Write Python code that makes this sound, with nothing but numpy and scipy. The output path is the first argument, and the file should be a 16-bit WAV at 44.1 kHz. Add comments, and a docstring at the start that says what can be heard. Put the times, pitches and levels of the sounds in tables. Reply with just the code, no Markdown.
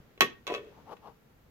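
"""A steel bolt latch on a wooden gate frame, close to a two-port microphone indoors. A soft low bump opens over
room rumble, faint tones and hiss, all noise and sines. A light tap, then the bolt snaps against its stop: decaying
modes and noise bursts, answered by a small room of dying noise. From about 0.47 s it rattles, knocks the frame and
slides, random slips ringing the same modes. From 0.72 s a hand rubs the wood three times, random grains through broad
resonances; one faint latch tap falls before the last rub."""
import sys
import numpy as np
from scipy import signal
from scipy.fft import rfft, irfft, next_fast_len
from scipy.io import wavfile
from scipy.ndimage import map_coordinates

SR = 44100
rng = np.random.default_rng(int(sys.argv[2]) if len(sys.argv) > 2 else 0)


def voltage_ratio(level):
    """Linear amplitude factor for a level in decibels (scalar or array-like)."""
    return 10 ** (np.asarray(level, float) / 20)


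def put_to_file(sound):
    """Save the sound as 16-bit audio at rate SR, in the file named by the first command-line argument."""
    columns = np.atleast_2d(sound).T  # one column per channel
    safe = np.clip(columns, -1, 1)
    whole_steps = np.round(safe * 32767)
    wavfile.write(sys.argv[1], SR, whole_steps.astype(np.int16))


N = 66150

# soft low bump on the microphone
THUMP_S, THUMP_DB, THUMP_HZ, THUMP_T60_S = 0.002, -35, 141, 0.011
# room rumble spectrum, relative: (frequency [Hz], level [dB])
FLOOR_SPECTRUM = [(12, -40), (20, -16), (55, -7), (98, -9.5), (132, -6.5), (398, -15), (450, -12),
                  (484, -12.5), (547, -18), (1320, -23), (1610, -23), (7000, -38.5), (9100, -61),
                  (15400, -120)]
# room rumble over time, before a 2 dB cut: (time [s], level [dB])
FLOOR_LEVEL = [(0.0, -58.5), (0.27, -60), (0.416, -59.5), (0.752, -55.5), (1.198, -61), (1.5, -61)]
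# left-right likeness of the room rumble: (frequency [Hz], correlation [-1 to 1])
FLOOR_LIKENESS = [(40, .85), (130, .8), (290, .64), (640, .28), (1400, 0), (15000, 0)]
# faint steady tones, peak level before a 1 dB lift: (frequency [Hz], level [dB])
HUM_TONES = [(118.4, -79), (1362, -83)]
# low handling rumble
RUMBLE_DB, RUMBLE_SWING_DB, RUMBLE_HZ = -71.5, 4, 102
# microphone self-noise spectrum, relative: (frequency [Hz], level [dB])
MIC_HISS = [(3530, -32), (6000, -5.5), (10200, -4.5), (11200, -2), (14900, 2.5), (15900, -5), (16200, -22),
            (16500, -25.5)]
MIC_HISS_DB = -77

# bolt contacts; wood pitch is the one favoured by the spot struck:
# (time [s], steel level [dB], wood level [dB], hardness [Hz], wood pitch [Hz])
CONTACTS = [(0.177, -54, -53.5, 5040, 497), (0.2072, -15, -26.5, 15600, 560),
            (0.2136, -24.5, -43, 7100, 523), (.219, -21.5, -29, 9000, 450),
            (0.227, -29.5, -24.5, 4930, 386), (0.4679, -39, -47, 11850, 691), (.477, -36, -34.5, 8000, 636),
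            (.494, -42.5, -47, 3500, 608), (.500, -37, -28, 2850, 620), (.506, -40, -29.5, 2950, 620),
            (0.5212, -47, -27.5, 9000, 419.4), (0.5401, -36, -36, 7900, 530),
            (0.549, -35.5, -36, 5760, 560), (.565, -53, -36, 10000, 420), (.580, -43, -43.5, 2550, 450),
            (0.968, -58, -83, 6050, 500)]
# bolt and plate modes: (frequency [Hz], level [dB], t60 [s])
STEEL_MODES = [(1114, 0.5, 0.077), (1276, -8, 0.08), (1520, -4.5, 0.082), (1861, -5, 0.15),
               (2233, -7.5, 0.11), (2390, -10, 0.07), (2553, -4, .08), (2630, 2, .07), (2910, -5, 0.11),
               (3214, -4, 0.096), (3366, 4, 0.04), (3740, -9, .06), (4020, -3, 0.06), (4760, -16.5, 0.027),
               (5630, -7, 0.03), (6360, -8.5, 0.02), (6420, -10, 0.05), (7160, -16, 0.04),
               (8130, -12, 0.043), (10920, 0, 0.016), (12100, -4.5, 0.012)]
# wooden frame modes: (frequency [Hz], level [dB], t60 [s])
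WOOD_MODES = [(359, -13, .1), (398, 0.5, .1), (429.3, -4, 0.11), (465.5, -4, 0.083), (538.7, -8, 0.098),
              (581, -2.5, 0.1), (698, -2.5, 0.07), (879, -11.5, 0.08), (1000, -4.5, 0.15)]
# low modes of the whole gate, moved by the force of the steel blow: (frequency [Hz], level [dB], t60 [s])
GATE_MODES = [(131, -17.5, 0.2), (175.5, -14.5, 0.13), (232.5, -8, 0.25), (272.3, -8.5, 0.19),
              (325, -16, .3)]
# dense plate overtones, relative: (frequency [Hz], level [dB])
CLANK_SPECTRUM = [(290, -44), (500, 3.5), (820, -12.5), (1090, -6), (1370, -16), (1840, -2.5), (6380, -17),
                  (8670, -39), (12000, -18), (15800, -25), (16500, -61)]
# decay of the plate overtones: (frequency [Hz], t60 [s])
CLANK_T60 = [(600, 0.069), (2000, 0.11), (4000, 0.049), (8000, 0.12), (15000, 0.1)]
# decay of the contact click: (frequency [Hz], t60 [s])
CLICK_T60 = [(1000, .012), (14000, 0.0085)]
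# stereo lean of the ringing modes: (frequency [Hz], left over right [dB])
LATCH_LEAN = [(60, -1), (110, 4), (200, 3), (380, 2), (700, 0.5), (1290, 0), (2380, 7), (4400, -3),
              (8120, -4.5), (15000, -8)]
STEEL_RISE_S, WOOD_RISE_S, GATE_RISE_S = 0.000081, 0.00058, 0.024
LATCH_LAG_S, WOOD_LAG_S, RUB_LAG_S = .00014, .00009, .00008  # left port behind right
MODE_SCATTER_DB = 2  # from blow to blow
SPOT_SCATTER_S = .00005  # where on the part a mode radiates
DETUNE = .003  # loose parts shift the pitches, as a share of each
BLUR = .004  # rattling joints widen each mode by this share of its pitch
SPOT_OCTAVES = 0.44  # spread of wood pitches favoured by a blow; the slide uses half of it
RADIATES_ABOVE_HZ = 260  # the narrow frame sounds weakly below
CLANK_DB, CLICK_DB, CLANK_LEAN_DB = -7.5, -1, -5.5
# light taps hardly set the plate going: extra dB lost per dB below a hard blow
CLANK_GROWS, HARD_BLOW_DB = 0.22, -14.5

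# decay of the room answer: (frequency [Hz], t60 [s])
ROOM_T60 = [(150, 0.41), (350, 0.25), (2000, 0.27), (6000, 0.23), (14000, 0.12)]
ROOM_DB = -15

# the bolt drags through its guide: (time [s], steel level [dB], wood level [dB])
SLIDE = [(.468, -54, -74), (.49, -58, -60), (.56, -60, -58.5), (.60, -73.5, -60.5), (.635, -78.5, -57),
         (.685, -78, -60), (.72, -89, -74)]
SLIPS_PER_S, SLIDE_TOP_HZ = 2000, 3500
SLIDE_WOOD_HZ = (440, 487)  # the struck spot moves along the frame
GRIT_DB = 0  # each slip also clicks

# hand pressure, one list per stroke: (time [s], level [dB])
RUB_STROKES = [
    [(0.72, -70), (0.724, -65), (0.732, -68), (0.75, -67.5), (0.79, -58), (0.84, -77.5)],
    [(0.855, -67.5), (0.875, -53.5), (0.931, -42), (0.939, -45.5), (0.955, -93)],
    [(1.015, -66.5), (1.043, -53), (1.075, -47), (1.125, -67)],
]
# broad resonances of the rubbed wood: (frequency [Hz], width [Hz], level [dB])
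RUB_BODY = [(208.5, 20, -2.5), (450, 97, -1.5), (860, 200, 2), (1150, 420, -5), (1446, 220, -10),
            (2950, 920, -26)]
# rubbing hiss spectrum, relative: (frequency [Hz], level [dB])
RUB_HISS = [(1500, -120), (2500, 5.5), (5000, 10), (8500, -8.5), (12500, 4), (16500, -17)]
RUB_HISS_DB, RUB_LEAN_DB, GRAINS_PER_S = -25.5, 8, 3000
RUB_APART = 0.37  # share of each port's own grains beside the common ones

MIC_NOTCH_HZ, MIC_NOTCH_WIDTH_HZ, MIC_NOTCH_DEPTH, MIC_TOP_HZ = 9000, 900, 0.46, 16700


def unit(x):
    """Brings a signal to rms 1."""
    return x / np.sqrt(np.mean(x ** 2) + 1e-20)


def along(points, hz):
    """Reads (Hz, value) points on a log frequency axis."""
    f, v = np.transpose(points)
    return np.interp(np.log(hz + 1), np.log(f + 1), v)


def filtered(x, response):
    """Shapes x by a complex response of frequency."""
    m = next_fast_len(N + SR // 2)
    return irfft(rfft(x, m) * response(np.fft.rfftfreq(m, 1 / SR)), m)[..., :N]


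def sides(db):
    """Left and right gains for a lean in dB."""
    return voltage_ratio(np.multiply.outer([.5, -.5], db))


def ports(lag_s, hz):
    """Phase by which the left port hears later than the right."""
    return np.exp(-1j * np.pi * lag_s * hz * np.array([[1], [-1]]))


def dying(t60s, spectrum, channels):
    """Noise that starts at once; each frequency dies at its own speed."""
    noise = rng.standard_normal((channels, SR // 2 + 64))
    hz, t, z = signal.stft(noise, SR, nperseg=64)
    level_db = along(spectrum, hz)[:, None] - 60 * t / along(t60s, hz)[:, None]
    return signal.istft(z * voltage_ratio(level_db), SR, nperseg=64)[1][:, 64:SR // 2 + 64]


def ring(modes, favour, rise_s, lag_s, sense):
    """Stereo ringing of one blow as decaying sines; sense -1 makes neighbouring modes start opposed."""
    hz, db, t60 = np.transpose(modes)[..., None]
    t = np.arange(SR // 2) / SR
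    size, spot, shift = rng.standard_normal((3, len(modes), 1))
    hz = hz * (1 + DETUNE * shift)
    decay = voltage_ratio(db + MODE_SCATTER_DB * size - 60 * t / t60)
    sign = sense ** np.arange(len(modes))[:, None]
    gain = decay * favour(hz) * sign * (1 - np.exp(-t / rise_s))
    # a random walk in phase widens each mode
    wander = np.sqrt(2 * np.pi * BLUR * hz / SR) * np.cumsum(rng.standard_normal(gain.shape), 1)
    late = lag_s / 2 + SPOT_SCATTER_S * spot
    left_right = []
    for side, lean in zip((1, -1), sides(along(LATCH_LEAN, hz))):
        tones = np.sin(2 * np.pi * hz * (t - side * late) + wander)
        left_right.append(np.sum(lean * gain * tones, 0))
    return np.array(left_right)


def thump():
    """One low push on the microphone: a sine that dies within milliseconds."""
    t = np.clip(np.arange(N) / SR - THUMP_S, 0, None)
    return -voltage_ratio(THUMP_DB - 60 * t / THUMP_T60_S) * np.sin(2 * np.pi * THUMP_HZ * t)


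def floor():
    """Room rumble as shaped noise, near mono in the bass, with faint steady tones."""
    t = np.arange(N) / SR

    def mid_side(hz):
        turn = np.arccos(np.clip(along(FLOOR_LIKENESS, hz), -1, 1)) / 2
        return voltage_ratio(along(FLOOR_SPECTRUM, hz)) * [np.cos(turn), np.sin(turn)]

    mid, side = filtered(rng.standard_normal((2, N)), mid_side)
    noise = unit(np.array([mid + side, mid - side]))
    hum = sum(voltage_ratio(db + 1) * np.sin(2 * np.pi * (hz * t + rng.random())) for hz, db in HUM_TONES)
    return voltage_ratio(np.interp(t, *np.transpose(FLOOR_LEVEL)) - 2.0) * noise + hum


def rumble():
    """A low rumble swells unevenly on random control points; the capsules hiss."""
    swell = map_coordinates(rng.standard_normal(20), [np.arange(N) * 10 / SR])  # 10 points per second
    low = unit(filtered(rng.standard_normal(N), lambda hz: hz / (1 + (hz / RUMBLE_HZ) ** 4)))
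    hiss = unit(filtered(rng.standard_normal((2, N)), lambda hz: voltage_ratio(along(MIC_HISS, hz))))
    return voltage_ratio(RUMBLE_DB + RUMBLE_SWING_DB * swell) * low + voltage_ratio(MIC_HISS_DB) * hiss


def latch():
    """Each contact clicks, rings the steel, clanks the plate, knocks the frame and shakes the gate."""
    out, lag = np.zeros((2, N + SR)), round(LATCH_LAG_S * SR)
    narrow = signal.butter(2, RADIATES_ABOVE_HZ, "highpass", fs=SR, output="sos")
    for s, steel_db, wood_db, top_hz, wood_hz in CONTACTS:
        clank = dying(CLANK_T60, CLANK_SPECTRUM, channels=1)[0]
        click = dying(CLICK_T60, CLANK_SPECTRUM, channels=1)[0]
        clank_gain = voltage_ratio(CLANK_DB + CLANK_GROWS * (steel_db - HARD_BLOW_DB))
        noise = clank_gain * clank / np.std(clank[:400]) + voltage_ratio(CLICK_DB) * click / np.std(click[:100])

        # softer contacts lose treble
        band = signal.butter(2, [500, min(top_hz, 20000)], "bandpass", fs=SR, output="sos")
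        burst = signal.sosfilt(band, noise)
        burst = sides(CLANK_LEAN_DB)[:, None] * [np.pad(burst, (lag, 0))[:len(burst)], burst]

        steel = ring(STEEL_MODES, lambda hz: .5 / (1 + (hz / top_hz) ** 2),
                     STEEL_RISE_S, LATCH_LAG_S, sense=-1.)
        wood = ring(WOOD_MODES, lambda hz: np.exp(-.5 * (np.log2(hz / wood_hz) / SPOT_OCTAVES) ** 2),
                    WOOD_RISE_S, WOOD_LAG_S, sense=1.)
        gate = ring(GATE_MODES, lambda hz: .5, GATE_RISE_S, WOOD_LAG_S, sense=-1.)
        blow = voltage_ratio(steel_db) * (burst + steel + gate) + voltage_ratio(wood_db) * signal.sosfilt(narrow, wood)
        out[:, round(s * SR):][:, :SR // 2] += blow
    return out[:, :N]


def room(x):
    """A small room answers a few milliseconds late with a tail of dying noise."""
    tail = dying(ROOM_T60, [(100, 0)], channels=2)
    late = np.pad(x, ((0, 0), (250, 0)))
    return signal.fftconvolve(late, tail / np.linalg.norm(tail[0]), axes=1)[:, :N]


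def slide():
    """Tiny random slips click and ring the same steel and frame modes."""
    t, (s, steel_db, wood_db) = np.arange(N) / SR, np.transpose(SLIDE)
    slips = (rng.random((2, N)) < SLIPS_PER_S / SR) * rng.standard_normal((2, N))
    steel = ring(STEEL_MODES, lambda hz: 1 / (1 + (hz / SLIDE_TOP_HZ) ** 4),
                 STEEL_RISE_S, LATCH_LAG_S, sense=-1.)
    near, far = (ring(WOOD_MODES, lambda hz: np.exp(-2 * (np.log2(hz / spot) / SPOT_OCTAVES) ** 2),
                      WOOD_RISE_S, WOOD_LAG_S, sense=-1.) for spot in SLIDE_WOOD_HZ)
    grit = dying(CLICK_T60, CLANK_SPECTRUM, channels=2)
    steel = steel + voltage_ratio(GRIT_DB) * grit / np.std(grit[:, :100])

    def drag(row, db, body):
        level = voltage_ratio(np.interp(t, s, db, left=-120, right=-120))
        return signal.fftconvolve((row * level)[None], body, axes=1)[:, :N]

    moved = np.interp(t, s[[0, -1]], [0, 1]) ** 2  # from the near spot to the far one
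    frame = drag(slips[1] * (1 - moved), wood_db, near) + drag(slips[1] * moved, wood_db, far)
    return drag(slips[0], steel_db, steel) + frame


def rubbing():
    """Skin catches and slips: grains into the wood's broad resonances, with a faint hiss."""
    t = np.arange(N) / SR
    stroke = sum(voltage_ratio(np.interp(t, *np.transpose(rows), left=-120, right=-120)) for rows in RUB_STROKES)
    grains = (rng.random((3, N)) < GRAINS_PER_S / SR) * rng.uniform(-0.95, 1, (3, N))
    pair = grains[0] + RUB_APART * grains[1:]

    def body(f):
        total = 0
        for k, (centre, width, db) in enumerate(RUB_BODY):  # neighbours have opposed signs
            damping = 1j * f * width
            total = total + (-1) ** k * voltage_ratio(db) * damping / (centre * centre - f * f + damping)
        return total

    scale = np.std(filtered(pair, body))
    hiss = unit(filtered(rng.standard_normal((2, N)), lambda hz: voltage_ratio(along(RUB_HISS, hz))))
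    rub = filtered(stroke * pair / scale, lambda hz: body(hz) * ports(RUB_LAG_S, hz))
    return sides(RUB_LEAN_DB)[:, None] * (rub + voltage_ratio(RUB_HISS_DB) * stroke * hiss)


def scene():
    """All sources at the microphone; the room answers the latch, the slide and the hand."""
    near = latch() + slide() + rubbing()
    return near + voltage_ratio(ROOM_DB) * room(near) + thump() + floor() + rumble()


def roll_off(x):
    """The treble ends steeply here."""
    return signal.sosfilt(signal.butter(12, 16830, fs=SR, output="sos"), x)


def record(dry):
    """The microphone port dips in the treble, and the band ends sharply at the top."""
    depth = np.clip(MIC_NOTCH_DEPTH, 0, 1)

    def microphone(f):
        damping = 1j * f * MIC_NOTCH_WIDTH_HZ
        dip = 1 - depth * damping / (MIC_NOTCH_HZ ** 2 - f * f + damping)
        return (f < MIC_TOP_HZ) * dip

    mix = filtered(dry, microphone)
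    return roll_off(mix)


dry = scene()
out = record(dry)
put_to_file(out)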